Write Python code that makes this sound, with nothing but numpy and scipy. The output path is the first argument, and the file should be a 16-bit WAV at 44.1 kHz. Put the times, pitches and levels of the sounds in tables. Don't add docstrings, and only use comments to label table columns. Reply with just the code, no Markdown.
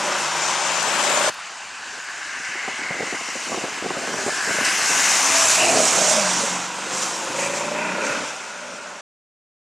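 import sys
import numpy as np
from scipy import signal
from scipy.fft import rfft, irfft, next_fast_len
from scipy.io import wavfile
from scipy.ndimage import uniform_filter1d, map_coordinates

SR = 44100
rng = np.random.default_rng(int(sys.argv[2]) if len(sys.argv) > 2 else 0)


def dump(signal):
    limited = np.clip(np.atleast_2d(signal).T, -1, 1)
    pcm = np.round(limited * 32767).astype(np.int16)
    wavfile.write(sys.argv[1], SR, pcm)


N = 429970

# start t/s, end t/s
SCENES = [(0, 1.3), (1.3, 9.01)]
# t/s, cycle f/Hz, then level/dB of
ENGINE_RUNS = [
    [(0.0, 25.57, -42, -38, -53, -43, -39), (0.1, 26, -37, -30.5, -56, -48, -43),
     (0.17, 25.5, -44, -39, -49, -48, -44.5), (0.35, 25.24, -42, -45, -49, -56, -49.5),
     (0.82, 27.06, -47, -40, -47.5, -49, -46.5), (0.9, 27.14, -38, -38, -55, -46, -43.5),
     (1.08, 28.2, -35.5, -29.5, -49.5, -45, -39.5), (1.19, 28.8, -36, -28.5, -49, -44, -42),
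     (1.295, 29.34, -34, -23, -58, -46, -37.5)],
    [(4.9, 33.8, -38, -51, -58, -57, -38.5), (5.15, 34.1, -50, -56, -48, -50, -58),
     (5.34, 34.72, -41, -30.5, -44, -40, -39.5), (5.45, 34.9, -45, -28.5, -61, -42, -45),
     (5.53, 38.72, -44, -38, -49, -49, -40), (5.6, 43.34, -34, -27, -51, -40, -34.5),
     (5.66, 44.4, -29, -22.5, -38, -32, -32), (5.71, 39.2, -25, -24, -38, -42, -31),
     (5.76, 33.8, -21.5, -21.5, -48, -35, -31.5), (5.81, 32.75, -25, -18, -42, -34, -33),
     (5.89, 32.82, -38, -34, -60, -39, -36.5), (5.98, 32.17, -34, -28, -36, -53, -30),
     (6.05, 31.5, -47, -27, -43, -54, -30.5), (6.12, 30.44, -43, -25.5, -35, -44, -40),
     (6.18, 27.25, -38, -23, -41.5, -34, -39), (6.27, 22.72, -44, -31.5, -44, -32.5, -38),
     (6.37, 22.9, -31, -52, -46, -35, -41), (6.44, 22.72, -45, -39, -56, -43, -28.5),
     (6.52, 22.84, -37, -48, -49, -38, -40.5), (6.7, 23.27, -45, -48, -54, -44, -49),
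     (6.94, 24.33, -41, -41, -58, -46, -36), (7.2, 25.28, -40, -42, -60, -52, -40),
     (7.33, 26.11, -39, -34, -52, -53, -38.5), (7.39, 26.5, -31.5, -28.5, -43, -44, -41.5),
     (7.61, 27.76, -39.5, -33, -45, -45, -36), (7.79, 28.66, -34, -30, -40, -41, -36.5),
     (7.93, 31.14, -34, -33.5, -37, -45, -35.5), (8.0, 33.65, -30, -29, -45, -51, -35.5),
     (8.06, 35.92, -31, -31.5, -36, -35, -36.5), (8.12, 36.9, -32, -30, -48, -41, -31),
     (8.23, 32.7, -50, -36.5, -52, -55, -36.5), (8.41, 30.3, -48, -55, -63, -61, -49),
     (8.6, 31.04, -55, -43.5, -51, -57, -50.5), (8.75, 30.7, -52, -42, -52, -57, -42),
     (9.01, 32, -56, -46.5, -62, -61, -49.5)],
]
# multiple of the cycle, relative level/dB
WEAK_ORDERS = [(5, -12.5), (7, -5), (9, -15.5), (11, -11), (12, -7.5), (15, -5), (16, -7.5)]
# multiple of the cycle, level over the tone/dB, gain as the car draws level/dB
STRONG_ORDERS = [(3, -27, 21), (4, -22, 9), (10, -11, 2), (13, -8, 0)]
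# t/s, level/dB
FOURTEENTH_ORDER = [(0, -52), (.08, -40), (.35, -45), (.55, -43), (.8, -53), (1.29, -52), (5, -63),
                    (7.2, -57), (7.45, -47), (7.7, -57), (9, -68)]
# t/s, centre f/Hz, width/Hz
PIPE_RESONANCE = [(0, 585, 62.5), (.8, 583.6, 61.5), (1.1, 587, 95.2), (1.29, 587, 100.3), (5.1, 644, 40),
                  (5.5, 659.6, 40.1), (5.63, 640, 60.3), (5.72, 650, 110), (5.82, 635, 109.7),
                  (5.92, 670, 140.2), (6.1, 624, 120.8), (6.2, 595.6, 79.7), (6.3, 591, 70),
                  (6.7, 488.7, 62.5), (7, 510.8, 55), (7.2, 528, 55), (7.4, 548.5, 65), (7.55, 562, 60),
                  (7.7, 583, 50), (7.88, 625, 60), (8.05, 551, 150), (8.2, 573, 120), (9, 594, 69.3)]
# t/s, share (0-1)
CLEAN_SHARE = [(0, .5), (.8, .9), (1.29, .96), (5.5, .96), (5.6, .3), (5.7, .4), (5.77, .6), (5.86, .6),
               (5.95, .4), (6.1, .65), (6.17, .4), (6.3, .4), (7.15, .6), (7.4, .97), (7.88, .97),
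               (8.0, .4), (9, .3)]
# t/s, then level/dB of upper mode, next mode, highest modes
RASP_LEVELS = [(0, -31.5, -35.5, -57), (.45, -34.5, -39, -56), (.8, -40, -53.5, -50),
               (1.29, -33.5, -49, -50), (5.3, -44, -40.5, -39), (5.61, -37, -57, -26.5),
               (5.72, -37, -36, -29.5), (5.82, -46, -44.5, -40.5), (6.0, -42, -34, -37.5),
               (6.12, -51, -41, -41), (6.25, -35, -45.5, -46), (6.5, -39, -42, -42), (7.0, -44, -41, -51),
               (7.2, -36.5, -41, -58), (7.33, -37, -41, -38), (7.46, -34, -40, -32),
               (7.58, -35, -42.5, -34.5), (7.68, -35.5, -35.5, -36.5), (7.75, -36, -36, -33.5),
               (7.86, -31, -31.5, -30), (7.96, -36, -33.5, -33.5), (8.02, -36, -30, -31.5),
               (8.1, -35, -30.5, -28.5), (8.22, -44, -36, -45), (8.4, -50, -40, -45), (9, -48, -42.5, -52)]
# t/s, level/dB
HOWL_LEVEL = [(0, -38.5), (.7, -46.5), (1.29, -45.5), (5.3, -43), (5.55, -36.5), (5.63, -28), (5.75, -23.5),
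              (5.84, -37.5), (5.92, -36.5), (6.03, -29.5), (6.15, -38.5), (6.3, -39.5), (6.9, -49),
              (7.45, -42.5), (8.1, -46), (8.3, -56), (9, -56.5)]
# centre f/Hz, width/Hz, level before squaring/dB
HOWL_MODE = [(736, 210, 0)]
UPPER_MODE = [(962, 190, 0)]
NEXT_MODE = [(1433, 340, 0)]
HIGHEST_MODES = [(1900, 490, -1.5), (2402, 240, 4), (2640, 350, 0.5)]
# f/Hz, relative level per Hz/dB
GAS_COLOUR = [(60, -35.5), (120, -13), (170, -5), (240, -4), (330, -4), (450, -4), (550, -1), (900, -51.5)]
# t/s, relative level/dB, centre f/Hz, relative crack level/dB
POP_EVENTS = [(0.873, -18.5, 420, -8), (2.133, -46, 250, -14), (2.19, -43, 400, -10),
              (2.367, -37, 280, -14), (2.396, -35, 300, -12), (2.488, -30.5, 237, -16),
              (2.551, -26, 382, -14), (2.642, -30.5, 465, -12), (2.676, -24, 430, 1), (2.679, -23, 820, 11),
              (2.685, -49, 237, -5), (2.79, -27, 255, -10), (2.818, -29, 351, -13), (2.906, -18, 197, -11),
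              (2.995, -20, 317, -10), (3.004, -17.5, 510, -17), (3.026, -19, 453, -13),
              (3.072, -26, 277, -12), (3.124, -17.5, 393, -5), (3.143, -27, 370, -13),
              (3.207, -25.5, 286, -12), (3.283, -28.5, 385, -10), (3.354, -20, 544, -9),
              (3.494, -29, 471, -11), (3.517, -17, 450, -7), (3.529, -25, 530, 15), (3.544, -21, 351, 12),
              (3.575, -20.5, 310, 8), (3.638, -15, 337, -2), (3.676, -22.5, 310, -12),
              (3.823, -18.5, 299, -12), (3.842, -18.5, 520, -5), (3.859, -19.5, 380, -12),
              (3.905, -15.5, 366, 8), (3.967, -16, 566, -10), (4.009, -27.5, 649, -10),
              (4.073, -22, 632, 9), (4.139, -17.5, 398, 9), (4.161, -23, 614, -4), (4.182, -18, 610, 3),
              (4.214, -21.5, 566, -3), (4.263, -15.5, 248, 3), (4.28, -17, 350, 7), (4.295, -33, 589, 24),
              (4.379, -26, 775, -3), (4.424, -30, 220, -10), (4.474, -19, 403, -5), (4.492, -24, 460, -8),
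              (4.505, -16.5, 352, 6), (4.55, -28.5, 764, -2), (4.585, -18, 624, 6), (4.609, -19, 310, 15),
              (4.639, -27.5, 711, -2), (4.675, -22, 425, -9), (4.728, -20.5, 358, -6),
              (4.816, -24.5, 727, -6), (4.908, -23.5, 478, -12), (5.073, -23.5, 813, 11),
              (5.945, -25, 169, -10), (6.926, -24, 400, -10), (7.3, -21, 319, -9), (8.733, -32, 208.3, -14)]
# t/s, level/dB
BURBLE_LEVEL = [(1.3, -62.5), (1.95, -47), (2.2, -52.5), (2.45, -48.5), (2.8, -45.5), (3.0, -37.5),
                (3.24, -52), (3.55, -34), (3.74, -43.5), (4.05, -33), (4.35, -38.5), (5.3, -38)]
# f/Hz, relative level per Hz/dB
PUFF_COLOUR = [(40, -41), (100, -9), (250, 1.5), (450, 1), (800, -1), (1500, -49.5)]
# t/s, roar level/dB, spray level/dB (before splashes and mixing)
TYRE_LEVELS = [
    [(0.0, -25.5, -30.5), (0.6, -24, -27.5), (0.85, -24, -28.5), (1.07, -22.5, -27), (1.295, -22.5, -28.5)],
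    [(1.3, -34, -43), (1.75, -36, -42.5), (2.4, -35.5, -38.5), (2.9, -33, -38.5), (3.5, -32.5, -32.5),
     (3.81, -32, -38.5), (4.18, -30.5, -32), (4.5, -28, -29), (4.645, -28, -28.5), (4.655, -24, -27),
     (4.76, -27, -24.5), (4.9, -24, -20.5), (5.4, -21, -19.5), (5.68, -26, -21.5), (5.9, -23, -21),
     (6.15, -24, -21.5), (6.33, -25, -23), (6.49, -26.5, -26), (6.6, -28.5, -30.5), (6.71, -32.5, -35.5),
     (6.86, -29.5, -34), (7.08, -29.5, -29.5), (7.2, -31.5, -33), (7.3, -30.5, -33), (7.6, -31.5, -36),
     (7.97, -33, -38.5), (8.17, -29.5, -36), (8.42, -36, -40.5), (9.01, -39.5, -44.5)],
]
# t/s, roar left over right/dB, spray left over right/dB
TYRE_PLACE = [(0.0, 1.5, 1.5), (0.53, 3.5, 4.5), (0.85, 8, 4.5), (1.29, 8, -5), (1.31, 0.5, 1.5),
              (1.75, 0.5, 1), (2.5, 1.5, 0), (3.2, 1, 2), (3.7, 1, 0.5), (4.3, 1.5, 0), (5.3, 2.5, 1.5),
              (5.75, 1, -2.5), (6.04, -4, -3.5), (6.5, -1, -1), (6.8, 0.5, -2), (7.3, 1.4, -0.5),
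              (9, 0.5, 0)]
# f/Hz, relative level per Hz/dB
FRONT_COLOUR = [(60, -46.5), (110, -32), (170, -15), (400, -25.5), (750, -5), (1100, -2), (1650, -2.5),
                (2100, -7), (2750, -3.5), (3400, -13), (4300, -11), (5000, -10), (8000, -53.5)]
REAR_COLOUR = [(60, -44), (110, -32.5), (170, -19.5), (400, -12.5), (750, 0.5), (1000, 0.5), (1500, -1.5),
               (1900, -4.5), (2600, -4), (3400, -8), (4300, -11.5), (5000, -11), (8000, -54.5)]
# f/Hz, relative level per Hz/dB
SPRAY_COLOUR = [(1500, -20.5), (3500, -11), (4500, -10), (5400, -3), (7200, -3), (8300, -6.5), (10000, -18),
                (12000, -44.5)]
MIST_COLOUR = [(7000, -18.5), (9500, -4.5), (11000, -9.5), (13000, -19), (15500, -35)]
# t/s, centre f/Hz
FIZZ_CENTRE = [(0, 6310), (.65, 6330), (1, 7400), (1.29, 7585), (1.31, 6490), (1.8, 6790), (3.5, 6520),
               (4.5, 7200), (4.66, 5590), (4.9, 6280), (5.35, 6500), (5.55, 7210), (5.9, 7210),
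               (6.15, 6740), (6.5, 6300), (7, 6802), (7.4, 6596), (8, 6300), (9, 6280)]
# t/s, level/dB
MIST_EXCESS = [(0, 0.5), (.6, -5), (1, 3.5), (1.29, 3.5), (1.31, 2.5), (1.5, -8.5), (3, -3.5), (4.3, -0.5),
               (4.65, 4.5), (5.5, 3), (6.5, -3.5), (7.5, -0.5), (9, -8)]
# t/s, then level/dB of the lower, middle and upper note
TREAD_LEVELS = [(1.3, -64, -66.5, -66), (1.81, -40, -55, -64), (2.2, -35.5, -41, -46),
                (2.54, -33, -33.5, -40), (2.7, -36.5, -34, -38), (2.9, -37, -31, -43),
                (3.2, -40, -34.5, -41), (3.55, -51, -40.5, -38), (4.33, -31.5, -41.5, -57),
                (4.67, -25.5, -28, -30), (4.76, -32, -32, -31.5), (5.2, -32.5, -29.5, -41.5)]
# centre f/Hz, width/Hz
TREAD_BANDS = [(1626, 330), (2090, 345), (2720, 610)]
# t/s, level/dB, centre f/Hz, time from peak to 1/e/s
SLIP_CHIRPS = [(5.623, -20, 2726, 0.035), (5.7, -23.5, 2620, 0.022)]
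# t/s, peak level/dB, rise time/s, decay time/s
PUDDLES = [(1.039, -31.5, 0.012, 0.057), (4.65, -22, .003, 0.06), (5.51, -18, 0.035, .1),
           (5.87, -24, 0.073, 0.069), (6.11, -22, .04, .07), (6.96, -30, 0.056, 0.084),
           (7.025, -26.5, 0.0087, .03), (7.4, -26.5, 0.032, 0.06), (7.46, -34, 0.0095, .04),
           (7.565, -30.5, .04, .05), (8.055, -31, 0.026, 0.1), (8.28, -36.5, .05, 0.06),
           (8.499, -41.5, 0.034, .05)]
# t/s, relative level/dB, lower edge of the click's band f/Hz
RAINDROPS = [(.777, -26, 5500), (0.829, -16.5, 5470), (1.3424, -34, 8500), (1.6546, -48.5, 7960),
             (2.046, -39, 7500), (2.1006, -34.5, 7000), (7.448, -22.5, 5500)]
# f/Hz, correlation (0-1)
LIKENESS = [(40, .5), (110, 0.94), (250, 0.93), (700, 1), (1600, 0.94), (2600, 1), (5000, 1), (6000, 0.93),
            (8000, 0.91), (9000, 1), (11000, .999)]
# t/s, then level/dB of bass, middle, treble
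SIDE_GAIN = [(0, -3.5, 3, 6), (.5, 2, 3, 9), (1.29, -0.5, 6, 16), (1.31, 7, -10, 4), (3, 3, 1, 4.5),
             (5.3, 2.5, 4, 4.5), (6, 3, -4, -1), (6.5, 4, -17, -0.5), (7.5, 0.5, -7, 1), (9, 0, -2, 0.5)]
SIDE_HZ = [500, 2500, 7000]
# f/Hz, relative level per Hz/dB
WIND_COLOUR = [(20, -14), (50, -4.5), (80, 2.5), (130, -6), (250, -44.5)]

EXHAUST_PAN_DB = -0.5
WEAK_DB = -6
PASS_S, NEAR_S, TURN_S = 5.5, 0.22, 0.28
BARRIER_HZ, BARRIER_SHARE = 521, 0.061
SPLASH_ROAR_DB = -7.5
FIZZ_WANDER_HZ = 120
MIST_DB, MIST_GROWS = -44, 0.88
PORT_HZ = 800
WIND_DB, DRAUGHT_DB, DRAUGHT_S = -61.5, 5, 0.5
TOP_HZ, LOW_CUT_HZ = 15800, 85


def engine():
    cycles_hz, tone_db, boom_db, sixth_db, firing_db, gas_db, on = curves(*ENGINE_RUNS)
    phase = 2 * np.pi * np.cumsum(cycles_hz * (1 + 0.002 * wobble(15))) / SR
    throb = unit(np.exp(0.7 * np.cos(phase - 0.8) + 0.2 * wobble(30)))
    orders = engine_orders(phase, tone_db, sixth_db, firing_db)
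    rumble = amp(gas_db) * throb ** 0.32 * rush(GAS_COLOUR, depth_db=2.0)
    boom = amp(boom_db + 0.4 * wobble(14)) * tailpipe(phase, cycles_hz)
    return on * (orders + rumble + boom + gas_rasp(throb))


def engine_orders(phase, tone_db, sixth_db, firing_db):
    def partial(k):
        rough = amp(1.5 * wobble(6) + 1.5 * wobble(22))
        return np.sqrt(2) * rough * np.sin(k * phase + rng.uniform(0, 2 * np.pi))

    lead = amp(sixth_db) * partial(6) + amp(firing_db) * partial(8)
    lead = lead + amp(curves(FOURTEENTH_ORDER)[0]) * partial(14)
    strong = sum(amp(db + close_db * near(NEAR_S)) * partial(k) for k, db, close_db in STRONG_ORDERS)
    weak = sum(amp(db + 1.4 * wobble(2.8)) * partial(k) for k, db in WEAK_ORDERS)
    return lead + amp(tone_db) * (strong + amp(WEAK_DB) * unit(weak))


def tailpipe(phase, cycles_hz):
    pipe_hz, width_hz, _ = curves(PIPE_RESONANCE)
    clean = curves(CLEAN_SHARE)[0]
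    ring = 0
    for k in range(12, 32):
        detuning = (k * cycles_hz - pipe_hz) / width_hz
        response = np.sqrt(62 / width_hz) / (1 + 2j * detuning) ** 2
        order_gain = amp(4.5 * (k % 2) + wobble(2))
        ring = ring + order_gain * np.real(response * np.exp(1j * k * phase))
    blown = band(pipe_hz, width_hz=80)
    limited = np.tanh(1.5 * blown)
    drone = unit(filtered(limited, modes([(630, 300, 0)])))
    return np.sqrt(clean) * unit(ring) + np.sqrt(1 - clean) * drone


def gas_rasp(throb):
    upper_db, next_db, highest_db, _ = curves(RASP_LEVELS)

    def gas(table):
        response = modes(table)
        return unit(filtered(throb ** 0.35 * rng.standard_normal(N), lambda hz: response(hz) ** 2))

    rasp = amp(upper_db + 0.97 * wobble(10)) * gas(UPPER_MODE)
    rasp = rasp + amp(curves(HOWL_LEVEL)[0] + wobble(12)) * gas(HOWL_MODE)
    rasp = rasp + amp(next_db + 0.82 * wobble(14)) * gas(NEXT_MODE)
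    return rasp + amp(highest_db + 1.7 * wobble(18)) * gas(HIGHEST_MODES)


def pops():
    out, t = np.zeros(N), np.arange(SR // 20) / SR
    puffs = rush(PUFF_COLOUR, depth_db=0.5)
    for s, db, hz, crack_db in POP_EVENTS:
        i = round(s * SR)
        push = np.sin(2 * np.pi * hz * t) * amp(-60 * t / 0.022)
        puff = 0.5 * puffs[i:i + len(t)] * amp(-60 * t / 0.074)
        crack = amp(crack_db + 6.5) * np.sin(2 * np.pi * 1050 * t) * amp(-60 * t / 0.0054)
        onset = 1 - np.exp(-t / 0.0018)
        out[i:i + len(t)] += amp(db + 1.5) * onset * (push + puff + crack)
    level_db, on = curves(BURBLE_LEVEL)
    flutter = unit(amp(2.8 * wobble(55)))
    return out + on * amp(level_db) * flutter * rush(PUFF_COLOUR, depth_db=1.0)


def tyres():
    roar_db, spray_db, _ = curves(*TYRE_LEVELS)
    pan_db, spray_pan_db, _ = curves(TYRE_PLACE)
    splash = splashes()
    wet_db = 20 * np.log10(np.hypot(amp(spray_db), splash)) + 0.7 * wobble(9)
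    roar = tyre_roar(roar_db, splash)
    spray, mist = spray_and_mist(wet_db)
    low = filtered(roar, lambda hz: 1 / (1 + (hz / PORT_HZ) ** 6))
    return low + panned(roar - low + tyre_notes(), pan_db) + panned(spray, spray_pan_db) + mist


def tyre_roar(roar_db, splash):
    rear = behind()
    front_sound = np.sqrt(1 - rear) * rush(FRONT_COLOUR, depth_db=1.4)
    direct = front_sound + np.sqrt(rear) * rush(REAR_COLOUR, depth_db=1.0)
    echo = map_coordinates(direct, [np.arange(N) - SR / BARRIER_HZ], mode="mirror")
    level = np.hypot(amp(roar_db + 0.23 * wobble(16)), amp(SPLASH_ROAR_DB) * splash)
    return level * unit(direct + BARRIER_SHARE * echo)


def spray_and_mist(wet_db):
    grain = unit(amp(0.94 * wobble(500)))
    fizz_hz = curves(FIZZ_CENTRE)[0] + FIZZ_WANDER_HZ * wobble(3)
    hiss = 0.85 * rush(SPRAY_COLOUR, depth_db=2.0) + 0.52 * band(fizz_hz, width_hz=1800)
    spray = amp(wet_db) * grain * hiss
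    mist_db = MIST_DB + MIST_GROWS * (wet_db + 28.0) + curves(MIST_EXCESS)[0]
    return spray, amp(mist_db) * grain * rush(MIST_COLOUR, depth_db=2.0)


def tyre_notes():
    *notes_db, on = curves(TREAD_LEVELS)
    song = 0
    for db, (hz, width) in zip(notes_db, TREAD_BANDS):
        song = song + on * amp(db) * band(np.full(N, hz), width)
    t = np.arange(N) / SR
    for s, level_db, centre_hz, length in SLIP_CHIRPS:
        bell = np.exp(-((t - s) / length) ** 2)
        song = song + amp(level_db) * bell * band(np.full(N, centre_hz), width_hz=380)
    return song


def splashes():
    t = np.arange(N) / SR
    return sum(amp(db) * np.exp(-np.abs(t - s) / np.where(t < s, rise, fall))
               for s, db, rise, fall in PUDDLES)


def behind():
    t = np.arange(N) / SR
    return np.where(t < SCENES[0][1], 1, 1 / (1 + np.exp((PASS_S - t) / TURN_S)))


def near(length):
    return np.exp(-((np.arange(N) / SR - PASS_S) / length) ** 2)


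def ticks():
    out, t = np.zeros(N), np.arange(200) / SR
    for s, db, hz in RAINDROPS:
        click = amp(db + 8.5 - 60 * t / 0.003) * rng.standard_normal(len(t))
        bright = signal.butter(2, [hz, 1.6 * hz], "bandpass", fs=SR, output="sos")
        out[round(s * SR):][:len(t)] = signal.sosfilt(bright, click)
    return out


def widened(pair):
    hz, t, z = signal.stft(pair.mean(0), SR, nperseg=1024)
    share = np.tan(np.arccos(np.clip(along(LIKENESS, hz), 0, 1)) / 2)
    s, *bands_db = np.transpose(SIDE_GAIN)
    width_db = 0
    for one, db in zip(np.eye(3), bands_db):
        weight = along(list(zip(SIDE_HZ, one)), hz)
        width_db = width_db + np.outer(weight, np.interp(t, s, db))
    random_phase = np.exp(2j * np.pi * rng.random(z.shape))
    side_spectrum = z * share[:, None] * amp(width_db) * random_phase
    side = signal.istft(side_spectrum, SR, nperseg=1024)[1][:N]
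    return pair + np.array([side, -side])


def wind():
    level_db = WIND_DB + DRAUGHT_DB * near(DRAUGHT_S) + 2.2 * wobble(4.0)
    return amp(level_db) * np.array([rush(WIND_COLOUR, depth_db=4.5), rush(WIND_COLOUR, depth_db=4.5)])


def band(centre_hz, width_hz):
    turn = 2 * np.pi * np.cumsum(centre_hz) / SR
    lowpass = signal.butter(3, width_hz / 2, fs=SR, output="sos")
    slow = signal.sosfilt(lowpass, rng.standard_normal((2, N)))
    return unit(slow[0] * np.cos(turn) + slow[1] * np.sin(turn))


def modes(table):
    def response(f):
        total = 0
        for k, (centre, width, db) in enumerate(table):
            damping = 1j * f * width
            total = total + (-1) ** k * amp(db) * damping / (centre * centre - f * f + damping)
        return total
    return response


def rush(spectrum, depth_db):
    return unit(filtered(patchy(depth_db), lambda hz: amp(along(spectrum, hz))))


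def patchy(depth_db):
    z = signal.stft(rng.standard_normal(N), nperseg=512)[2]
    field = uniform_filter1d(rng.standard_normal(z.shape), 5, 0)
    field = uniform_filter1d(field, 10, 1)
    return signal.istft(z * amp(depth_db * unit(field)), nperseg=512)[1][:N]


def filtered(x, response):
    m = next_fast_len(N + SR // 4)
    return irfft(rfft(x, m) * response(np.fft.rfftfreq(m, 1 / SR)), m)[..., :N]


def wobble(rate):
    return map_coordinates(rng.standard_normal(int(N * rate / SR) + 4), [np.arange(N) * rate / SR])


def curves(*tables):
    t = np.arange(N) / SR
    s, *cols = np.transpose(np.concatenate(tables))
    on = sum((t > rows[0][0] - 0.006) & (t < rows[-1][0] + 0.006) for rows in tables) > 0
    return [np.interp(t, s, c) for c in cols] + [on]


def along(points, hz):
    f, v = np.transpose(points)
    return np.interp(np.log(hz + 1), np.log(f + 1), v)


def panned(x, pan_db):
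    return np.array([x * amp(pan_db / 2), x * amp(-pan_db / 2)])


def amp(db):
    return 10 ** (np.asarray(db) / 20)


def unit(x):
    return x / np.sqrt(np.mean(x ** 2) + 1e-20)


def scene():
    exhaust = panned(engine() + pops(), EXHAUST_PAN_DB)
    return widened(tyres() + exhaust + ticks()) + wind()


def record(dry):
    running = np.clip((SCENES[-1][1] - np.arange(N) / SR) / 0.002, 0, 1)

    def response(hz):
        low_cut = (1j * hz / (1j * hz + LOW_CUT_HZ)) ** 2
        return low_cut * (hz < TOP_HZ)

    return filtered(dry, response) * running


dry = scene()
out = record(dry)
dump(out)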